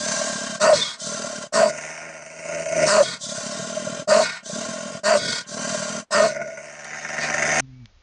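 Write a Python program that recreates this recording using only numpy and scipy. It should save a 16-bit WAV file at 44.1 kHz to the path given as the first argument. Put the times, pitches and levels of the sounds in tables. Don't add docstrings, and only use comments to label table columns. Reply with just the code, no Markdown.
import sys
import numpy as np
from scipy import signal
from scipy.fft import rfft, irfft, next_fast_len
from scipy.io import wavfile
from scipy.ndimage import uniform_filter1d

SR = 44100
rng = np.random.default_rng(int(sys.argv[2]) if len(sys.argv) > 2 else 0)


def file_out(sig):
    cols = np.atleast_2d(sig).T
    lim = np.clip(cols, -1, 1)
    pcm = np.round(lim * 32767).astype(np.int16)
    wavfile.write(sys.argv[1], SR, pcm)


N = 353682
TIME = np.arange(N) / SR
FFT_SIZE = 2 * next_fast_len(N // 2 + SR // 4)
HZ = np.maximum(np.arange(FFT_SIZE // 2 + 1) * SR / FFT_SIZE, 1)
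THROAT_TOP_HZ, MOUTH_TOP_HZ = 820, 3200

# start_s, crest_after_s, length_s, sag_db_per_s, throat_db, mouth_db, hiss_db,
# mouth_resonance_hz, closing_fall_hz (fall of pitch); the register shape scales the crest time and adds to the sag
BARKS = [(0.599, 0.1, .19, 99.5, -9.5, -18, -21.5, 1360, 48),
         (1.526, 0.11, .2, 90, -11.5, -20.5, -23, 1180, 12),
         (2.856, 0.19, .205, 88, -6, -20, -20.5, 1327, 68),
         (4.077, 0.07, .19, 49, -7.5, -19, -23, 1264, 16),
         (5.035, 0.12, .175, 56, -10.5, -20.5, -24, 1330, 48),
         (6.109, 0.12, .205, 77, -12, -19, -23.5, 1220, 10)]
# time_s, band_gain_db (gain of one band at the slap)
SLAPS = [(1.784, 6), (2.113, 2), (2.223, 0), (2.658, 6), (2.686, -1), (2.765, -2), (6.415, 6), (6.502, 9.5),
         (6.573, 7), (6.851, 4), (6.93, 6), (7.048, 7.5), (7.088, 0), (7.167, 5), (7.299, 4), (7.341, 3),
         (7.423, 2)]


def from_db(db):
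    return 10 ** (np.asarray(db) / 20)


def rms_one(x):
    return x / np.sqrt(np.mean(x ** 2) + 1e-20)


def in_time(rows):
    s, *columns = np.transpose(rows)
    return [np.interp(TIME, s, column) for column in columns]


def drift(per_s):
    return rms_one(np.interp(TIME * per_s, np.arange(N // 20), rng.standard_normal(N // 20)))


def cut(x, hz, kind, order=2):
    return signal.sosfilt(signal.butter(order, hz, kind, fs=SR, output="sos"), x + 1e-18)


def spectrum_db(points):
    hz, db = np.transpose(points)
    return np.interp(np.log(HZ), np.log(hz), db)


def lifts(modes):
    return sum(db / (1 + (2 * (HZ - hz) / width) ** 2) for hz, width, db in modes)


def resonate(x, db):
    cepstrum = irfft(np.log(from_db(db)))
    cepstrum[1:FFT_SIZE // 2] *= 2
    cepstrum[FFT_SIZE // 2 + 1:] = 0
    return irfft(rfft(x, FFT_SIZE) * np.exp(rfft(cepstrum)))[:N]


def glide(x, hz, width_hz, lift_db):
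    turn = np.exp(2j * np.pi * np.cumsum(hz) / SR)
    r = np.exp(-np.pi * width_hz / SR)
    band = 2 * np.real(turn * signal.lfilter([1 - r], [1, -r], x / turn))
    return x + (from_db(lift_db) - 1) * band


def swell(s, length):
    return np.exp(-np.minimum((2 * (TIME - s) / length) ** 2, 60))


def dying(clicks, length_s):
    return signal.lfilter([1], [1, -np.exp(-1 / (length_s * SR))], clicks + 1e-18)


def tick(at_s, level_db, t60, low_hz, high_hz):
    age = TIME - at_s
    noise = rms_one(cut(rng.standard_normal(N), [low_hz, high_hz], "band"))
    return from_db(level_db - 60 * np.abs(age) / t60) * (age > 0) * noise


def hush():
    return from_db(-70.5) * rms_one(cut(rng.standard_normal(N), 900, "low", order=1))


def yard_air():
    # frequency_hz, relative_level_db
    air_colour = [(18, -51), (30, -7.5), (57, -11), (115, -31), (174, -34.5), (3370, -39), (7000, -43),
                  (9100, -94)]
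    return from_db(-56.0) * rms_one(resonate(rng.standard_normal(N), spectrum_db(air_colour)))


def whine(at_s=7.79, length_s=0.22, hz=2290, level_db=-66):
    pitch = hz * (1 - .16 * np.clip((at_s - TIME) / length_s * 2, 0, 1) ** 2)
    return from_db(level_db) * swell(at_s, length_s) * np.sin(2 * np.pi * np.cumsum(pitch) / SR)


def moan():
    # time_s, pitch_hz, level_db
    course = [(7.606, 134.5, -43), (7.8, 125.5, -43), (7.85, 114, -43), (7.87, 97.9, -59),
              (8.02, 91.4, -86)]
    # multiple of the pitch, relative_level_db
    harmonics = [(1, 16), (2, 9), (3, -13)]
    hz, db = in_time(course)
    angle = 2 * np.pi * np.cumsum(hz * (1 + 0.01 * drift(80))) / SR
    tone = sum(from_db(level) * np.cos(round(k) * angle) for k, level in harmonics)
    return from_db(db + 1.4 * drift(85)) * rms_one(tone)


def cabin(x, t60=0.019, wet_db=-5):
    t = TIME[:SR // 5]
    echoes = rng.standard_normal(len(t)) * from_db(-60 * t / t60) * (t > .002)
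    return x + from_db(wet_db) * signal.fftconvolve(x, echoes / np.linalg.norm(echoes))[:N]


def sway(x, sway_s=.00008):
    # lag_s, amplitude_ratio
    near_echoes = [(.0007, 0.18), (.0029, 0.086), (.0043, 0.3)]
    return x + sum(echo * np.interp(TIME - lag - sway_s * drift(4), TIME, x) for lag, echo in near_echoes)


def effort(breaths, shape):
    closing_db, opening_db_per_s = 59.5, 4991.5
    levels = np.full((3, N), -120.0)
    for breath in breaths:
        start, crest_s, length, sag, *crest_db = breath[:7]
        age = TIME - start
        for k, (share, rise, added_sag, attack_db, attack_s, release_s) in enumerate(shape):
            past = age - share * crest_s
            arch = np.where(past < 0, rise * past, -(sag + added_sag) * past)
            attack = attack_db * np.maximum(1 - age / attack_s, 0) ** 2
            opening = attack + opening_db_per_s * np.maximum(-age, 0)
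            closing = closing_db * np.maximum(1 - (length - age) / release_s, 0) ** 2
            levels[k] = np.maximum(levels[k], crest_db[k] + arch - opening - closing)
    return levels


def breathe(voice, air, colour, levels_db, steady_s, throat_share=1):
    # frequency_hz, width_hz, lift_db
    body_modes = [(116, 87, 7), (218.4, 212, 15.5), (443, 119, 11.5), (590, 92.3, 21.5), (659.7, 96, 21.5),
                  (686, 19, 4.5), (937, 115, 8), (1071.5, 120, 7.5), (1239, 25, 8), (1459, 140, 8),
                  (1587, 45, 7), (1834, 36, 9), (2006, 69, 8.5), (2190, 22, 11), (4700, 38, 10),
                  (6160, 170, 4)]
    gain_db = spectrum_db(colour) + lifts(body_modes)
    voice, air = resonate(voice, gain_db), resonate(air, gain_db)
    throat = rms_one(cut(voice, THROAT_TOP_HZ, "low", order=6))
    mouth = cut(voice + air, [THROAT_TOP_HZ, MOUTH_TOP_HZ], "band", order=6)
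    hiss = sway(cut(air, MOUTH_TOP_HZ, "high", order=6))
    out = 0
    for register, db, share in zip((throat, mouth, hiss), levels_db, (throat_share, 1, 1)):
        even = rms_one(register)
        power = uniform_filter1d(even ** 2, int(steady_s * SR))
        out = out + share * from_db(db) * even / np.sqrt(np.abs(power) + 1e-6)
    return out


def progress(breaths):
    rows = np.array(breaths)
    current = rows[np.maximum(np.searchsorted(rows[:, 0], TIME) - 1, 0)]
    return np.clip((TIME - current[:, 0]) / current[:, 2], 0, 1), current[:, 7]


def mouth_ring(x, breaths, width_hz, lift_db, droop, shake=0.027):
    passed, hz = progress(breaths)
    return glide(x, hz * (1 - droop * passed ** 2 + shake * drift(35)), width_hz, lift_db)


def past_teeth(air, width_hz, lift_db, upper_db, shake=0.03):
    # time_s, frequency_hz
    gap_course = [(.63, 3740), (.71, 5780), (.76, 4280), (.81, 5300), (.95, 4480), (1.535, 5630),
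                  (1.62, 4300), (1.7, 5600), (2.86, 6000), (2.93, 4400), (3.06, 3930), (4.12, 4650),
                  (4.24, 4100), (5.14, 4510), (5.19, 5540), (5.26, 4300), (5.33, 5100), (6.13, 5280),
                  (6.19, 4150)]
    hz = in_time(gap_course)[0] * (1 + shake * drift(60))
    lower = glide(air, hz, width_hz, lift_db)
    return glide(lower, 1.55 * hz, width_hz, upper_db)


def beat(hz, jitter, restarts=()):
    cycles = np.cumsum(hz * np.exp(jitter * drift(np.mean(hz)))) / SR
    for s, _ in restarts:
        at = int(s * SR)
        cycles[at:] = cycles[at:] - cycles[at] + np.ceil(cycles[at])
    return cycles.astype(int), cycles % 1


def pulses(cycle, spread_db):
    return np.diff(cycle, prepend=0) * from_db(spread_db * rng.standard_normal(N)[cycle])


def whistles(waver=0.022):
    # centre_s, length_s, pitch_hz (mean), level_db (peak)
    tones = [(0.825, 0.026, 3550, -16), (0.873, 0.1, 3324, -29.5)]
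    wobble = np.cumsum(1 + waver * drift(290)) / SR
    return sum(from_db(db) * swell(s, length) * np.sin(2 * np.pi * hz * wobble) for s, length, hz, db in tones)


def huffs():
    # start_s, crest_after_s, length_s, sag_db_per_s,
    # throat_db, mouth_db, hiss_db, mouth_resonance_hz
    huff_breaths = [(0.717, 0.045, 0.31, 78, -28.5, -28.5, -22, 1240),
                    (3.014, 0.036, 0.22, 44, -32.5, -32.5, -27.5, 1370),
                    (4.196, 0.056, 0.27, 107, -33.5, -25, -27.5, 1460),
                    (5.152, 0.16, 0.33, 55, -31.5, -29, -24.5, 1470),
                    (6.198, 0.038, 0.2, 143, -33, -26.5, -30.5, 1470),
                    (7.19, .06, 0.15, 34, -41, -27.5, -31.5, 2320)]
    # share of the time to the crest, rise_db_per_s,
    # added_sag_db_per_s, attack_depth_db, attack_s, release_s
    huff_shape = [(.9, 8.1, 44, 30, 0.03, 0.081), (1, 47, -16.5, 30, 0.05, 0.095),
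                  (1, 51, -2, 30, 0.026, 0.1)]
    # frequency_hz, gain_db
    huff_colour = [(50, -29), (170, -18.5), (330, -19), (800, -25), (1300, -25.5), (2200, -17), (3200, -14),
                   (4300, -19), (6300, -23.5), (8000, -25.5), (9500, -36)]
    # frequency_hz, width_hz, lift_db
    huff_hollow = [(2880, 350, -8)]
    air = cabin(rng.standard_normal(N) * from_db(3.0 * drift(70)))
    air = mouth_ring(air, huff_breaths, width_hz=140, lift_db=7.5, droop=.02)
    air = resonate(past_teeth(air, width_hz=530, lift_db=3, upper_db=-2), lifts(huff_hollow))
    return breathe(air, air, huff_colour, effort(huff_breaths, huff_shape), steady_s=0.03)


def snorts(hz=625, length_s=0.011):
    # time_s, peak_db
    hard_flaps = [(0.218, -17.5), (.273, -21), (1.15, -21), (1.248, -20.5), (3.775, -19.5), (3.875, -17),
                  (5.75, -17), (5.827, -22)]
    envelope = sum(from_db(db) * swell(s, length_s) for s, db in hard_flaps)
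    return envelope * np.sin(2 * np.pi * np.cumsum(hz * (1 + 0.0253 * drift(60))) / SR)


def palate():
    # start_s (of a flap), flaps_per_s (from there on)
    flutter = [(-.095, 38), (.273, 35.6), (.968, 39.3), (1.273, 36.1), (3.153, 35.25), (3.55, 40.2),
               (4.396, 29), (4.534, 38.7), (4.689, 41.9), (4.856, 43.3), (5.44, 38.3), (5.701, 39.5),
               (5.853, 40.6)]
    rows = np.array(flutter)
    start, per_s = rows[np.searchsorted(rows[:, 0], TIME) - 1].T
    turns = (TIME - start) * per_s + .03 * drift(30) + .5
    flap = np.cumsum(np.diff(turns % 1, prepend=0) < -.5)
    return flap, (turns % 1 - .5) / per_s


def snarls(thump_hz=215, rasp_db=-9, leak=0.21, chop=0.1):
    # start_s, crest_after_s, length_s, sag_db_per_s (after the crest),
    # throat_db, mouth_db, hiss_db, mouth_resonance_hz
    snarl_breaths = [(-0.1, 0.23, 0.74, 6.5, -30.5, -28, -25, 1605),
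                     (0.954, 0.13, 0.57, 6.5, -32.5, -32.5, -29.5, 1453),
                     (3.167, 0.077, 0.92, -7, -34.5, -36, -31, 1457),
                     (4.405, 0.17, 0.65, 5, -31, -33.5, -32, 1442),
                     (5.434, 0.28, 0.64, 2, -30.5, -31, -29, 1483)]
    # share of the time to the crest, rise_db_per_s,
    # added_sag_db_per_s, attack_depth_db, attack_s, release_s
    snarl_shape = [(0.79, 14, 2.5, 27.5, 0.15, 0.088), (0.84, 6, 7.5, 21.5, 0.25, 0.088),
                   (0.96, 34.5, 15, 59, 0.063, 0.088)]
    # frequency_hz, gain_db
    snarl_colour = [(50, -3), (110, -0.5), (220, 0), (380, -5), (800, -8), (1300, -7.5), (2200, -10),
                    (3200, 3.5), (4300, -1.5), (6300, 2), (8000, -0.5), (9500, -13)]
    # frequency_hz, width_hz, lift_db
    curled_lips = [(2607, 220, -4.5)]
    flap, age = palate()
    size, pitch, turn = rng.standard_normal((N // 20, 3))[flap].T
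    opening = np.exp(-(age / .0052) ** 2) * from_db(1.2 * size)
    thump_angle = 2 * np.pi * (thump_hz * np.exp(.13 * pitch) * age + turn)
    thump = rms_one(opening * np.sin(thump_angle))
    rasp = rms_one(rng.standard_normal(N) * (opening + leak))
    voice = from_db(-29) * thump + from_db(rasp_db) * cut(rasp, 300, "high", order=1)
    air = cabin(rng.standard_normal(N) * (1 + 2 * chop * opening) * from_db(1.5 * drift(150)))
    voice, air = [mouth_ring(resonate(x, lifts(curled_lips)), snarl_breaths, width_hz=58, lift_db=11, droop=0.038)
                  for x in (voice, air)]
    levels_db = effort(snarl_breaths, snarl_shape)
    return breathe(rms_one(voice), from_db(13.5) * rms_one(air), snarl_colour, levels_db, steady_s=0.064)


def growl_effort():
    # time_s, throat_db, mouth_db (above throat), hiss_db (above throat)
    growl_courses = [
        [(1.69, -22.5, -7.5, -13), (1.74, -32, -4, -9), (1.796, -33.5, 0, -3.5), (2.008, -39, 4, -3.5),
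         (2.072, -37, 0, -9.5), (2.358, -39.5, -3, -5.5), (2.526, -25.5, -4.5, -11), (2.66, -26, -8.5, -11.5),
         (2.834, -15, -8, -12.5), (2.87, -17.5, -14, -8.5)],
        [(6.28, -24.5, -14, -14), (6.335, -29, -4, -9.5), (6.387, -24.5, -4, -22.5), (6.453, -30, -8, -17),
         (6.771, -42, 1, -3.5), (6.975, -37.5, 5, -2), (7.01, -40, 3.5, 0.5), (7.165, -31.5, 3, -4.5),
         (7.553, -22, 2, -4), (7.6, -18.5, 0.5, -3)],
    ]
    throat_db, mouth_db, hiss_db = in_time(np.vstack(growl_courses))
    outside_s = np.min([np.abs(TIME - np.clip(TIME, rows[0][0], rows[-1][0])) for rows in growl_courses], axis=0)
    db = throat_db - np.minimum(591.5 * outside_s, 100)
    return db, db + mouth_db, db + hiss_db


def slur(x, spread_s):
    delay_s = spread_s * np.clip(1 - HZ / MOUTH_TOP_HZ, 0, 1)
    phase = 2 * np.pi * np.cumsum(delay_s) * SR / FFT_SIZE
    return irfft(rfft(x, FFT_SIZE) * np.exp(-1j * phase))[:N]


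def jaws(x, gape):
    # frequency_hz, width_hz, lift_db
    shut = [(640, 160, 19), (1050, 400, -4), (1450, 150, 17.5), (2130, 390, 9), (3300, 1300, -7)]
    # frequency_hz, width_hz, lift_db
    ajar = [(700, 260, 15), (1392, 200, 9.5), (2300, 420, 2), (2620, 930, 9.5), (3440, 690, -12.5),
            (8700, 1900, 11)]
    # frequency_hz, width_hz, lift_db
    bared = [(610, 120, -1), (756, 118, 26), (1323, 150, 11), (1790, 550, 14.5), (2340, 180, 6),
             (8300, 1200, -2)]
    position = 2 * np.clip(gape, 0, 1)
    return sum(np.maximum(1 - np.abs(position - k), 0) * resonate(x, lifts(posture))
               for k, posture in enumerate((shut, ajar, bared)))


def slapped(x, band_hz, length_s):
    kicks = np.zeros(N)
    for s, db in SLAPS:
        kicks[int(s * SR)] = from_db(db) - 1
    return x + cut(x * dying(kicks, length_s), band_hz, "band")


def growls(splash_db=-1.5, splash_s=0.0044, rebound=0.47, rebound_s=0.005634, air_db=-14, steady_air=0.21):
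    # time_s, pulses_per_s
    growl_rate = [(1.75, 76), (2.05, 82), (2.2, 75), (2.4, 82), (2.82, 80),   (6.35, 71), (7.2, 76),
                  (7.6, 75)]
    # time_s, gape (0 shut to 1 teeth bared)
    growl_gape = [(1.72, .1), (1.8, 0.66), (2.85, 0.39), (6.3, 0.044), (6.52, 0.0011), (6.7, 0.75),
                  (6.9, 1), (7.6, 0.82)]
    # frequency_hz, gain_db
    growl_colour = [(50, 2.5), (150, -0.5), (330, -2), (800, -13), (1300, -14), (2200, -5.5), (3200, -18.5),
                    (4300, -26.5), (6300, -17.5), (8000, -31), (9500, -38)]
    # frequency_hz, width_hz, lift_db
    growl_hollow = [(1175, 110, -5), (3316, 240, -8.5), (4080, 800, -6)]
    per_s, = in_time(growl_rate)
    gape, = in_time(growl_gape)
    cycle, _ = beat(per_s, jitter=.021, restarts=SLAPS)
    closures = pulses(cycle, spread_db=1.9)
    closures = closures + rebound * np.roll(closures, int(rebound_s * SR)) * from_db(2.5 * drift(80))
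    splash = rms_one(dying(closures, splash_s))
    snaps = rms_one(slur(closures, spread_s=.006))
    voice = snaps + from_db(splash_db) * cut((splash + .18) * rng.standard_normal(N), 300, "high")
    voice = resonate(voice, lifts(growl_hollow))
    air = cabin(rng.standard_normal(N) * (splash + steady_air))
    air = from_db(air_db) * rms_one(resonate(air, lifts(growl_hollow)))
    air = glide(air, 6200 * (1 + .07 * drift(45)), width_hz=400, lift_db=6)
    growl = breathe(jaws(voice, gape), jaws(air, gape), growl_colour, growl_effort(), steady_s=0.061)
    return slapped(growl, band_hz=[700, 3000], length_s=.011)


def bark_pitch():
    base_hz, rise_hz_per_s, fall_s = 200.06, 125, .08
    hz = np.full(N, float(base_hz))
    for start, _, length, *_, fall_hz in BARKS:
        age = np.clip(TIME - start, 0, length)
        closing = np.maximum(1 - (length - age) / fall_s, 0)
        pitch = base_hz + rise_hz_per_s * np.minimum(age, length - fall_s) - fall_hz * closing
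        hz = np.where(TIME >= start, pitch, hz)
    return hz


def barks(rasp_db=-5, air_db=2, clearing=0.67):
    # share of the time to the crest, rise_db_per_s,
    # added_sag_db_per_s, attack_depth_db, attack_s, release_s
    bark_shape = [(0.91, 111, 14.5, 9.4, 0.04, 0.055), (0.64, 5.8, 3.5, 20, 0.043, 0.053),
                  (0.25, 15, -19, 16.6, 0.027, 0.027)]
    # frequency_hz, gain_db
    bark_colour = [(50, -39.5), (150, -11), (400, -11), (800, -7.5), (1300, -5), (2200, -13), (2700, -5),
                   (3300, -11), (4300, -5), (6300, -7), (8000, -5.5), (9500, -16.5)]
    # frequency_hz, width_hz, lift_db
    bark_hollow = [(3170, 300, -15)]
    # frequency_hz, width_hz, lift_db
    gaping = [(1850, 150, 7.5)]
    # centre_s, length_s, peak_db
    rings = [(0.681, 0.016, -8), (0.7, 0.016, -5), (0.729, 0.028, -5.5), (1.619, 0.0074, -6),
             (1.637, 0.018, -4.5), (2.988, .02, -5), (3.011, 0.015, -6), (4.124, 0.026, -7),
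             (4.153, .014, -6), (4.198, 0.021, -6.5), (5.112, 0.013, -7), (5.129, .014, -8),
             (5.155, 0.012, -7), (6.207, 0.012, -5.5)]
    cycle, phase = beat(bark_pitch(), jitter=.046)
    folds = rms_one(pulses(cycle, spread_db=3))
    voice = folds + from_db(rasp_db) * rms_one(rng.standard_normal(N) * np.exp(-phase / 0.31))
    air = cabin(rng.standard_normal(N) * np.exp(-phase) * from_db(0.56 * drift(110)))
    air = resonate(past_teeth(air, width_hz=300, lift_db=6.5, upper_db=6), lifts(bark_hollow))
    gape = np.clip(1 - (progress(BARKS)[0] - 0.37) / 0.2, 0, 1)
    voice, air = [(1 - gape) * x + gape * resonate(x, lifts(gaping)) for x in (voice, air)]
    voice, air = [mouth_ring(x, BARKS, width_hz=160, lift_db=8, droop=0.21, shake=0.12) for x in (voice, air)]
    clear = np.minimum(sum(swell(s, 2 * length) for s, length, _ in rings), 1)
    tone_envelope = sum(from_db(db) * swell(s, length) for s, length, db in rings)
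    tone = tone_envelope * np.sin(3 * 2 * np.pi * phase)
    rough = breathe(voice, from_db(air_db) * rms_one(air), bark_colour, effort(BARKS, bark_shape),
                    steady_s=0.021, throat_share=1 - min(clearing, 1) * clear)
    return tone + rough


def scene():
    yard_start_s = 7.606
    chain = tick(at_s=7.857, level_db=-34.0, t60=0.0077, low_hz=2190, high_hz=4970)
    yard = yard_air() + whine() + moan() + chain
    claw = tick(at_s=6.845, level_db=-25, t60=.003, low_hz=2500, high_hz=9500)
    breaths = huffs() + snorts() + snarls() + cut(growls(), 75, "high", order=1) + barks()
    dog = cut(breaths, 34, "high") + whistles() + claw
    side = from_db(-22.0) * cut(dog * drift(500), 5100, "high", order=8)
    car = dog + hush() + side * np.array([[1], [-1]])
    return np.where(TIME < yard_start_s, car, cut(yard, 6500, "low", order=8))


def record(dry, top=0.7):
    treble_cut = signal.ellip(10, .2, 80, 9700, fs=SR, output="sos")
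    return signal.sosfilt(treble_cut, top * np.tanh(dry / top))


dry = scene()
out = record(dry)
file_out(out)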